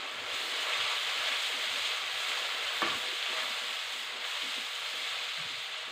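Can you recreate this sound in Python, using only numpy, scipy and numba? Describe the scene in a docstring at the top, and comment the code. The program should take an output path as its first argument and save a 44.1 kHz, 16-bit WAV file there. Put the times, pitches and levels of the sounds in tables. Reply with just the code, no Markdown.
"""Tomato puree frying in a wok

Tomato puree fries in hot oil in a thin steel wok, close to a phone in a small tiled kitchen.
The sizzle is many random bubble clicks, short rings and hiss, which also ring the steel; large pops stand out.
A wooden spatula scrapes (random slips ring the steel) and knocks the wok (one push each), hardest near 2.8 s.
Soft bumps and a low rumble are filtered noise; the pops and knocks echo off the tiles."""
import sys
import numpy as np
from scipy import signal
from scipy.fft import rfft, irfft, next_fast_len
from scipy.io import wavfile
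from numba import njit

SR = 44100
rng = np.random.default_rng(int(sys.argv[2]) if len(sys.argv) > 2 else 0)


def digitize_waveform(pressure):
    """Quantize a signal to 16-bit integers and store it at the path in sys.argv[1].

    Rows of a 2-D input are taken as channels; values are limited to [-1, 1].
    """
    field = np.atleast_2d(pressure).T
    bounded = np.clip(field, -1, 1)
    quanta = np.round(bounded * 32767).astype(np.int16)
    wavfile.write(sys.argv[1], SR, quanta)


def boost(x):
    """Linear amplitude factor 10**(x/20) for a level x in decibels (scalar or array-like)."""
    u = np.asarray(x, float) / 20
    return 10 ** u


N = 261027  # length of the scene in samples
t = np.arange(N) / SR
TOP_HZ = 15470  # highest pitch of the ringing bubbles, and the top of what the phone picks up


def sizzle():
    """Bubbles click, ring and hiss; four sizes spurt independently, and together they jolt the steel."""
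    # how hard the pan fries as the spatula bares hot steel:
    # (time [s], sizzle level [dB], share of fine oil spray [dB])
    frying = [(0.0, -41.5, -26), (0.25, -42, -23), (0.35, -36, -22.5), (0.48, -37, -20),
              (0.55, -35.5, -23.5), (0.68, -35.5, -22), (0.76, -34, -24.5), (0.92, -33.5, -24),
              (1.0, -36, -21), (1.13, -35, -23), (1.18, -34, -23.5), (1.3, -34, -23.5), (1.45, -35, -20.5),
              (1.58, -36, -21.5), (1.85, -34, -23), (2.05, -37.5, -23), (2.31, -35, -21), (2.6, -37, -23.5),
              (2.78, -36, -22), (2.84, -34.5, -27), (2.9, -34.5, -25), (2.97, -36.5, -21),
              (3.2, -37.5, -23.5), (3.4, -35, -22), (3.46, -37, -19.5), (3.69, -37.5, -22.5),
              (4.0, -39.5, -20.5), (4.07, -39.5, -23.5), (4.19, -41, -26.5), (4.24, -37.5, -25),
              (4.3, -37.5, -21.5), (4.55, -37, -22.5), (4.72, -39.5, -20), (5.05, -37, -23.5),
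              (5.4, -38.5, -25.5), (5.92, -42, -26)]
    # colour of the sizzle at the microphone, its body: (frequency [Hz], level per Hz [dB])
    body = [(180, -54), (300, -16), (406, -17), (490, -2), (515, -16.5), (560, -6), (621, -6), (866, -9),
            (1160, -3), (1910, -5), (2190, -1.5), (2380, -4.5), (3100, -1.5), (3600, -1)]
    # the treble above it: (frequency [Hz], level per Hz [dB])
    treble = [(4300, -7), (4900, -12), (5600, -19), (6600, -14.5), (8000, -16), (8800, -19)]
    # the topmost treble, with the microphone's ripples: (frequency [Hz], level per Hz [dB])
    air = [(9750, -26.5), (11300, -25.5), (12200, -29.5), (13000, -29), (13650, -24.5), (14150, -27.5),
           (15400, -23)]
    level_db, spray_db = curve(frying)

    # Big bubbles follow the frying only partly, and fade as the sauce thickens.
    mean_fry_db, start_db = -37, -44.5
    follow, thicken_db_per_s = 0.6, 0.7  # follow: dB gained per dB of sizzle
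    big_db = start_db + follow * (level_db - mean_fry_db) - thicken_db_per_s * t

    bubbles = 0.82 * bursts(9000, spread_db=3.0) + 0.28 * bursts(1500, spread_db=3.0)
    wash = 0.8 * rng.standard_normal(N)
    bubbles = bubbles + 0.41 * unit(ringing_bubbles()) + wash
    bubbles = bubbles + hollow(bubbles)
    heard = colour(bubbles, body + treble + air)

    # Split by pitch: the bigger the bubble, the lower it sounds.
    over_big, over_middle, over_small = above(heard, 1750), above(heard, 5400), above(heard, 9500)
    big = unit(above(heard - over_big, 420))
    steel = unit(above(ring(bubbles, 1000.0, octaves=4.4), 474))
    middle = unit(over_big - over_middle)
    small = unit(over_middle - over_small)
    fine = unit(over_small)

    big = boost(big_db + 1.16 * spurts(60, 0.078)) * (big + boost(-6) * steel)
    middle = boost(level_db + 0.15 * spurts(55, 0.042)) * middle
    small = boost(level_db + 0.66 * spray_db - 2.0 + 1.3 * spurts(51, 0.0079)) * small
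    fine = boost(level_db + spray_db + 4.5 + 0.81 * spurts(55, 0.039)) * fine
    common = boost(0.12 * spurts(67, 0.011))  # slight spurts shared by all sizes
    return common * (big + middle + small + fine)


def bursts(per_s, spread_db):
    """Bubble skins snap open: random clicks, mostly small, a few larger."""
    chance, loudness, side = rng.random((3, N))
    size = boost(-spread_db * np.log(1 - .99 * loudness)) * np.sign(side - .5)
    return unit((chance < per_s / SR) * size)


def ringing_bubbles():
    """Bubbles that ring at random times and pitches, mostly small, a few larger."""
    when, pitch, size = rng.random((24000, 3)).T
    loudness = boost(-3.2 * np.log(1 - .99 * size))
    return chirps((when * N).astype(np.int64), pitch * TOP_HZ, loudness, 0.0056)


@njit
def chirps(start, hz, size, fade_s):
    """Bubbles that ring for a few milliseconds, each on its own pitch."""
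    out = np.zeros(N + 4096)
    for k in range(len(start)):
        # turning this number by one step gives the next sample of a dying tone
        pole = np.exp(2j * np.pi * hz[k] / SR - 1 / (fade_s * SR))
        z = size[k] + 0j
        for i in range(min(int(4 * fade_s * SR), 4096)):
            z *= pole
            out[start[k] + i] += z.imag
    return out[:N]


def spurts(per_s, fade_s):
    """Pockets of steam break open suddenly and die down; mean 0, spread 1."""
    chance, size = rng.random((2, N))
    starts = (chance < per_s / SR) * size
    swell = signal.lfilter([1], [1, -np.exp(-1 / (fade_s * SR))], starts)
    return unit(swell - swell.mean())


def hollow(x):
    """Quick echoes from the bowl of the wok and the worktop ripple the colour of the sizzle."""
    return echoes(x, decaying_noise(SR // 4, t60_s=.2), db=-15)


def ring(force, centre_hz, octaves):
    """The wok's modes driven by a force, most of all near the centre; the deepest bass is taken out."""
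    # pitches at which the wok rings: frequency [Hz]
    mode_hz = [162, 228, 270, 334, 385, 490, 513, 640, 793, 985, 1175, 1375, 1540, 1715, 2105, 2250, 2720,
               2830, 3050, 3130, 3300, 3540, 3850, 4250]
    # how each of them rings, in the same order: (level [dB], time to die by 60 dB [s])
    mode_rings = [(-34, 0.24), (-12.5, 0.45), (-33, 0.11), (-4.5, 0.075), (-20, 0.1), (1, 0.045),
                  (0.5, 0.21), (-1.5, 0.25), (10.5, 0.0093), (-8.5, 0.34), (10.5, 0.034), (8, 0.021),
                  (-4.5, 0.21), (8.5, 0.049), (1.5, 0.12), (6, 0.093), (-1, 0.087), (8, 0.08), (-15, 0.087),
                  (3, 0.073), (5, .08), (-8, 0.073), (-14, .06), (-2, .06)]
    out = 0
    for hz, (db, t60) in zip(mode_hz, mode_rings):
        pole = np.exp(2j * np.pi * hz / SR - np.log(1000) / (t60 * SR))
        share = np.exp(-.5 * (np.log2(hz / centre_hz) / octaves) ** 2)
        tone = signal.lfilter([1], [1, -pole], force).imag
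        out = out + boost(db) * share * tone
    return signal.sosfilt(signal.butter(2, 130, "high", fs=SR, output="sos"), out)


def pops():
    """Large bubbles burst: a few cycles that swell and die at once."""
    # single loud bursts: (time [s], level [dB], pitch [Hz], ring [cycles])
    loud_bursts = [(0.194, -26, 2220, .8), (0.2915, -32, 3400, 2), (0.7346, -25, 2520, 3),
                   (0.802, -29, 3300, 3), (0.812, -29, 3000, 3), (0.864, -34, 3300, 3),
                   (0.903, -30, 3200, 3), (1.0135, -32, 2150, 3.4), (1.049, -20, 3300, .8),
                   (1.21, -20, 3170, 0.44), (1.2767, -30, 2920, .8), (1.9175, -26, 3210, 1.5),
                   (2.317, -24.5, 2100, 1.5), (2.646, -21, 2190, 0.67), (2.9004, -31, 3560, 5.2),
                   (2.903, -34, 3230, 8), (3.086, -25, 3540, 1.5), (3.227, -11, 3200, 0.59),
                   (3.264, -10, 2660, 0.39), (3.972, -47, 7800, 20), (4.075, -36, 2980, 2.7),
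                   (4.123, -35, 3000, 2), (4.632, -27, 3620, .8), (4.8915, -20, 3530, .5),
                   (5.2677, -25, 2300, 0.64)]
    out, s = np.zeros(N + 512), np.arange(512) / SR
    for start, db, hz, rings in loud_bursts:
        i = int(start * SR)
        cycles = s * hz
        swell = np.minimum(cycles, 1) * np.exp(1 - cycles / rings)
        out[i:i + 512] += boost(db) * np.sin(2 * np.pi * cycles) * swell
    return band(out[:N], 690, 11000)


def scrape():
    """Wood sticks and slips on steel, ringing its low modes; a light drag goes on between the strokes."""
    # spatula pressed along the steel:
    # (start [s], time until it dies away [s], low level [dB], bright level over low level [dB])
    strokes = [(0.01, 0.026, -56, 1), (0.108, 0.12, -64, -17), (0.3, 0.035, -62, -8),
               (0.707, 0.039, -65, -10), (1.145, 0.033, -63.5, 5), (1.285, 0.032, -59.5, -5),
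               (1.51, 0.077, -58, -2), (1.65, 0.13, -60.5, -17), (1.82, 0.029, -65, -10),
               (1.985, 0.036, -67, 0), (2.268, 0.039, -64, 7), (2.52, 0.11, -68, 12.5),
               (2.717, 0.048, -64, -7), (2.893, 0.074, -52.5, 1), (3.044, 0.091, -64.5, 13),
               (3.28, 0.047, -60, 7), (3.38, 0.14, -62, -14), (3.6, 0.12, -65, 0), (3.912, 0.12, -67, 1),
               (4.114, 0.087, -63.5, 6.5), (4.407, 0.063, -54.5, -5), (4.554, 0.051, -54.5, -7),
               (4.937, 0.1, -68, 7.5), (5.16, 0.13, -74.5, 5), (5.44, 0.087, -63.5, 2),
               (5.68, .04, -79, 17), (5.859, 0.063, -61, 6.5)]
    start, length, db, bright_db = np.transpose(strokes)
    attack_s, release_s = .025, 0.022
    pressed = swells(start, length, db, attack_s, release_s)
    bright = swells(start, length, db + bright_db, attack_s, release_s)

    # The light drag is uneven and fades by 5 dB per second as the sauce thickens.
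    drag = boost(3.0 * spurts(10.3, 0.081) - 5 * t)
    drag_db, drag_bright_db = -68.5, -56  # typical levels of its low and bright parts at the start

    slips = bursts(1500, spread_db=1.5)
    steel = unit(ring(slips, 297.0, octaves=0.76)) + 0.58 * unit(band(slips, 190, 510))
    low = unit(band(band(steel, 233.5, 311), 183, 288))
    high = unit(band(band(steel, 337, 423), 430, 640))
    low_gain = np.hypot(pressed, boost(drag_db) * drag)  # powers add
    high_gain = np.hypot(bright, boost(drag_bright_db) * drag)
    return low_gain * low + high_gain * high


def knocks():
    """Wood ticks and steel rings; where and how softly a blow lands decides which modes sound."""
    # spatula blows on the wok: (time [s], peak level of the steel [dB],
    # best excited pitch [Hz], spread over the modes [octaves])
    blows = [(2.8195, -15.5, 1220, 0.6), (2.827, -28.5, 310, 0.33), (2.828, -27.5, 1140, 0.35),
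             (2.835, -25, 1900, 0.28), (2.842, -42, 985, 0.33), (2.851, -29, 1200, 0.93),
             (2.866, -26, 1050, 0.77), (2.876, -26, 1170, 0.77), (2.919, -28, 1175, 0.19),
             (2.943, -31, 2200, .4), (3.039, -30.5, 890, 0.66), (3.331, -35, 650, 0.33),
             (4.432, -44, 288, 0.47), (4.563, -49, 480, 0.35), (4.939, -42, 448, 0.53),
             (5.05, -51, 490, .2), (5.387, -52, 158, 0.16)]
    out, push = np.zeros(N + SR), np.zeros(SR // 2)
    push[64] = -1  # one sharp push, 64 samples in
    for start, db, centre_hz, octaves in blows:
        steel = ring(push, centre_hz, octaves)
        thin = signal.butter(2, centre_hz / 2.1, "high", fs=SR, output="sos")
        steel = signal.sosfilt(thin, steel)
        wood = signal.butter(2, [centre_hz * 0.35, centre_hz * 5.4], "band", fs=SR, output="sos")
        tick = signal.sosfilt(wood, push)
        blow = steel / np.abs(steel).max() + 0.23 * tick / np.abs(tick).max()
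        i = int(start * SR) - 64  # so that the push falls on the start time
        out[i:i + len(blow)] += boost(db) * blow
    return out[:N]


def bumps(noise):
    """The wok rocks and bumps on the stove: the dull noise swells around each bump's own pitch."""
    # (start [s], time until it dies away [s], level [dB], pitch [Hz])
    thuds = [(0.127, 0.14, -70, 90), (0.298, .05, -66, 120), (0.773, 0.064, -64, 100),
             (1.034, 0.044, -72, 90), (1.157, 0.046, -70, 90), (1.68, .08, -71, 80), (1.8, 0.039, -68, 85),
             (2.036, .04, -71, 100), (2.13, 0.057, -67, 116), (2.62, 0.042, -73, 70), (2.74, .03, -73, 70),
             (2.84, 0.12, -57.5, 115), (2.994, 0.022, -69, 80), (3.098, 0.033, -82, 80),
             (3.367, 0.14, -72, 120), (3.844, 0.033, -72, 55), (4.047, .07, -80, 110),
             (4.815, 0.023, -73, 130), (4.943, 0.033, -75, 110), (5.09, 0.037, -71, 110),
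             (5.37, 0.06, -61, 145), (5.437, 0.027, -56, 100), (5.496, 0.11, -67, 134),
             (5.846, 0.046, -76, 117)]
    width_octaves = 0.6  # to either side of the pitch
    out = np.zeros(N)
    for start, length, db, hz in thuds:
        thud = band(noise, hz / 2 ** width_octaves, hz * 2 ** width_octaves)
        out += swells(start, length, db, attack_s=.022, release_s=0.014) * unit(thud)
    return out


def swells(start, length, db, attack_s, release_s):
    """Gain over time of events that rise, hold and die away; their powers add."""
    coarse = t[::32]  # every 32nd sample is enough for a slow gain
    age = coarse[:, None] - start
    shape = np.clip(age / attack_s, 0, 1) * np.exp(-np.maximum(age - length, 0) / release_s)
    return np.interp(t, coarse, np.sqrt(np.sum((boost(db) * shape) ** 2, axis=1)))


def kitchen(x):
    """Tiled walls: a decaying wash of echoes, duller than the direct sound."""
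    tail = decaying_noise(SR // 2, t60_s=0.3)
    tail = tail * (t[:SR // 2] > .004)  # the first echo takes 4 ms
    return echoes(x, band(tail, 220, 3300), db=-9)


def decaying_noise(samples, t60_s):
    """Many dense echoes sound like noise that dies by 60 dB in t60_s."""
    return rng.standard_normal(samples) * boost(-60 * t[:samples] / t60_s)


def echoes(x, tail, db):
    """Repeats a sound at each moment of the tail, whose whole energy is set by db."""
    return boost(db) * signal.fftconvolve(x, tail / np.sqrt(np.sum(tail ** 2)))[:N]


def dull_noise():
    """Low noise of stove and worktop: random noise with only its bass left."""
    # (frequency [Hz], level [dB])
    rumble_colour = [(12, -45), (20, -15), (38, 8), (86, 14), (159, 16), (190, 16.5), (250, -52),
                     (420, -120)]
    return colour(rng.standard_normal(N), rumble_colour)


def rumble(noise):
    """The dull noise of stove and worktop lies steadily beneath everything."""
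    return boost(-77) * unit(noise)


def unit(x):
    """Scale to an rms (average strength) of 1."""
    return x / np.sqrt(np.mean(x ** 2))


def curve(table):
    """Columns of a table, joined by straight lines in time."""
    s, *columns = np.transpose(table)
    return [np.interp(t, s, c) for c in columns]


def colour(x, points):
    """Filter by a curve of (frequency [Hz], level [dB]) points."""
    hz, db = np.transpose(points)
    size = next_fast_len(N)
    f = np.maximum(np.arange(size // 2 + 1) * SR / size, 1)
    gain = boost(np.interp(np.log(f), np.log(hz), db))
    return irfft(rfft(x, size) * gain, size)[:N]


def band(x, lo_hz, hi_hz):
    """Keep mainly the pitches between two limits, without delay."""
    return signal.sosfiltfilt(signal.butter(1, [lo_hz, hi_hz], "band", fs=SR, output="sos"), x)


def above(x, hz):
    """High-pass without delay, so that x minus it is the part below."""
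    return signal.sosfiltfilt(signal.butter(2, hz, "high", fs=SR, output="sos"), x)


def scene():
    """Everything in the wok, the echoes of the sharp sounds, the bumps and the rumble."""
    sharp = pops() + knocks()
    noise = dull_noise()
    mix = sizzle() + scrape() + sharp + kitchen(sharp) + bumps(noise) + rumble(noise)
    return mix[None]


def roll_off(x):
    """The treble ends steeply here."""
    return signal.sosfilt(signal.butter(12, 15970, fs=SR, output="sos"), x)


def record(dry):
    """The phone cuts the top of the treble with a steep filter."""
    cut = signal.sosfilt(signal.ellip(12, .2, 70, TOP_HZ, fs=SR, output="sos"), dry)
    return roll_off(cut)


dry = scene()
out = record(dry)
digitize_waveform(out)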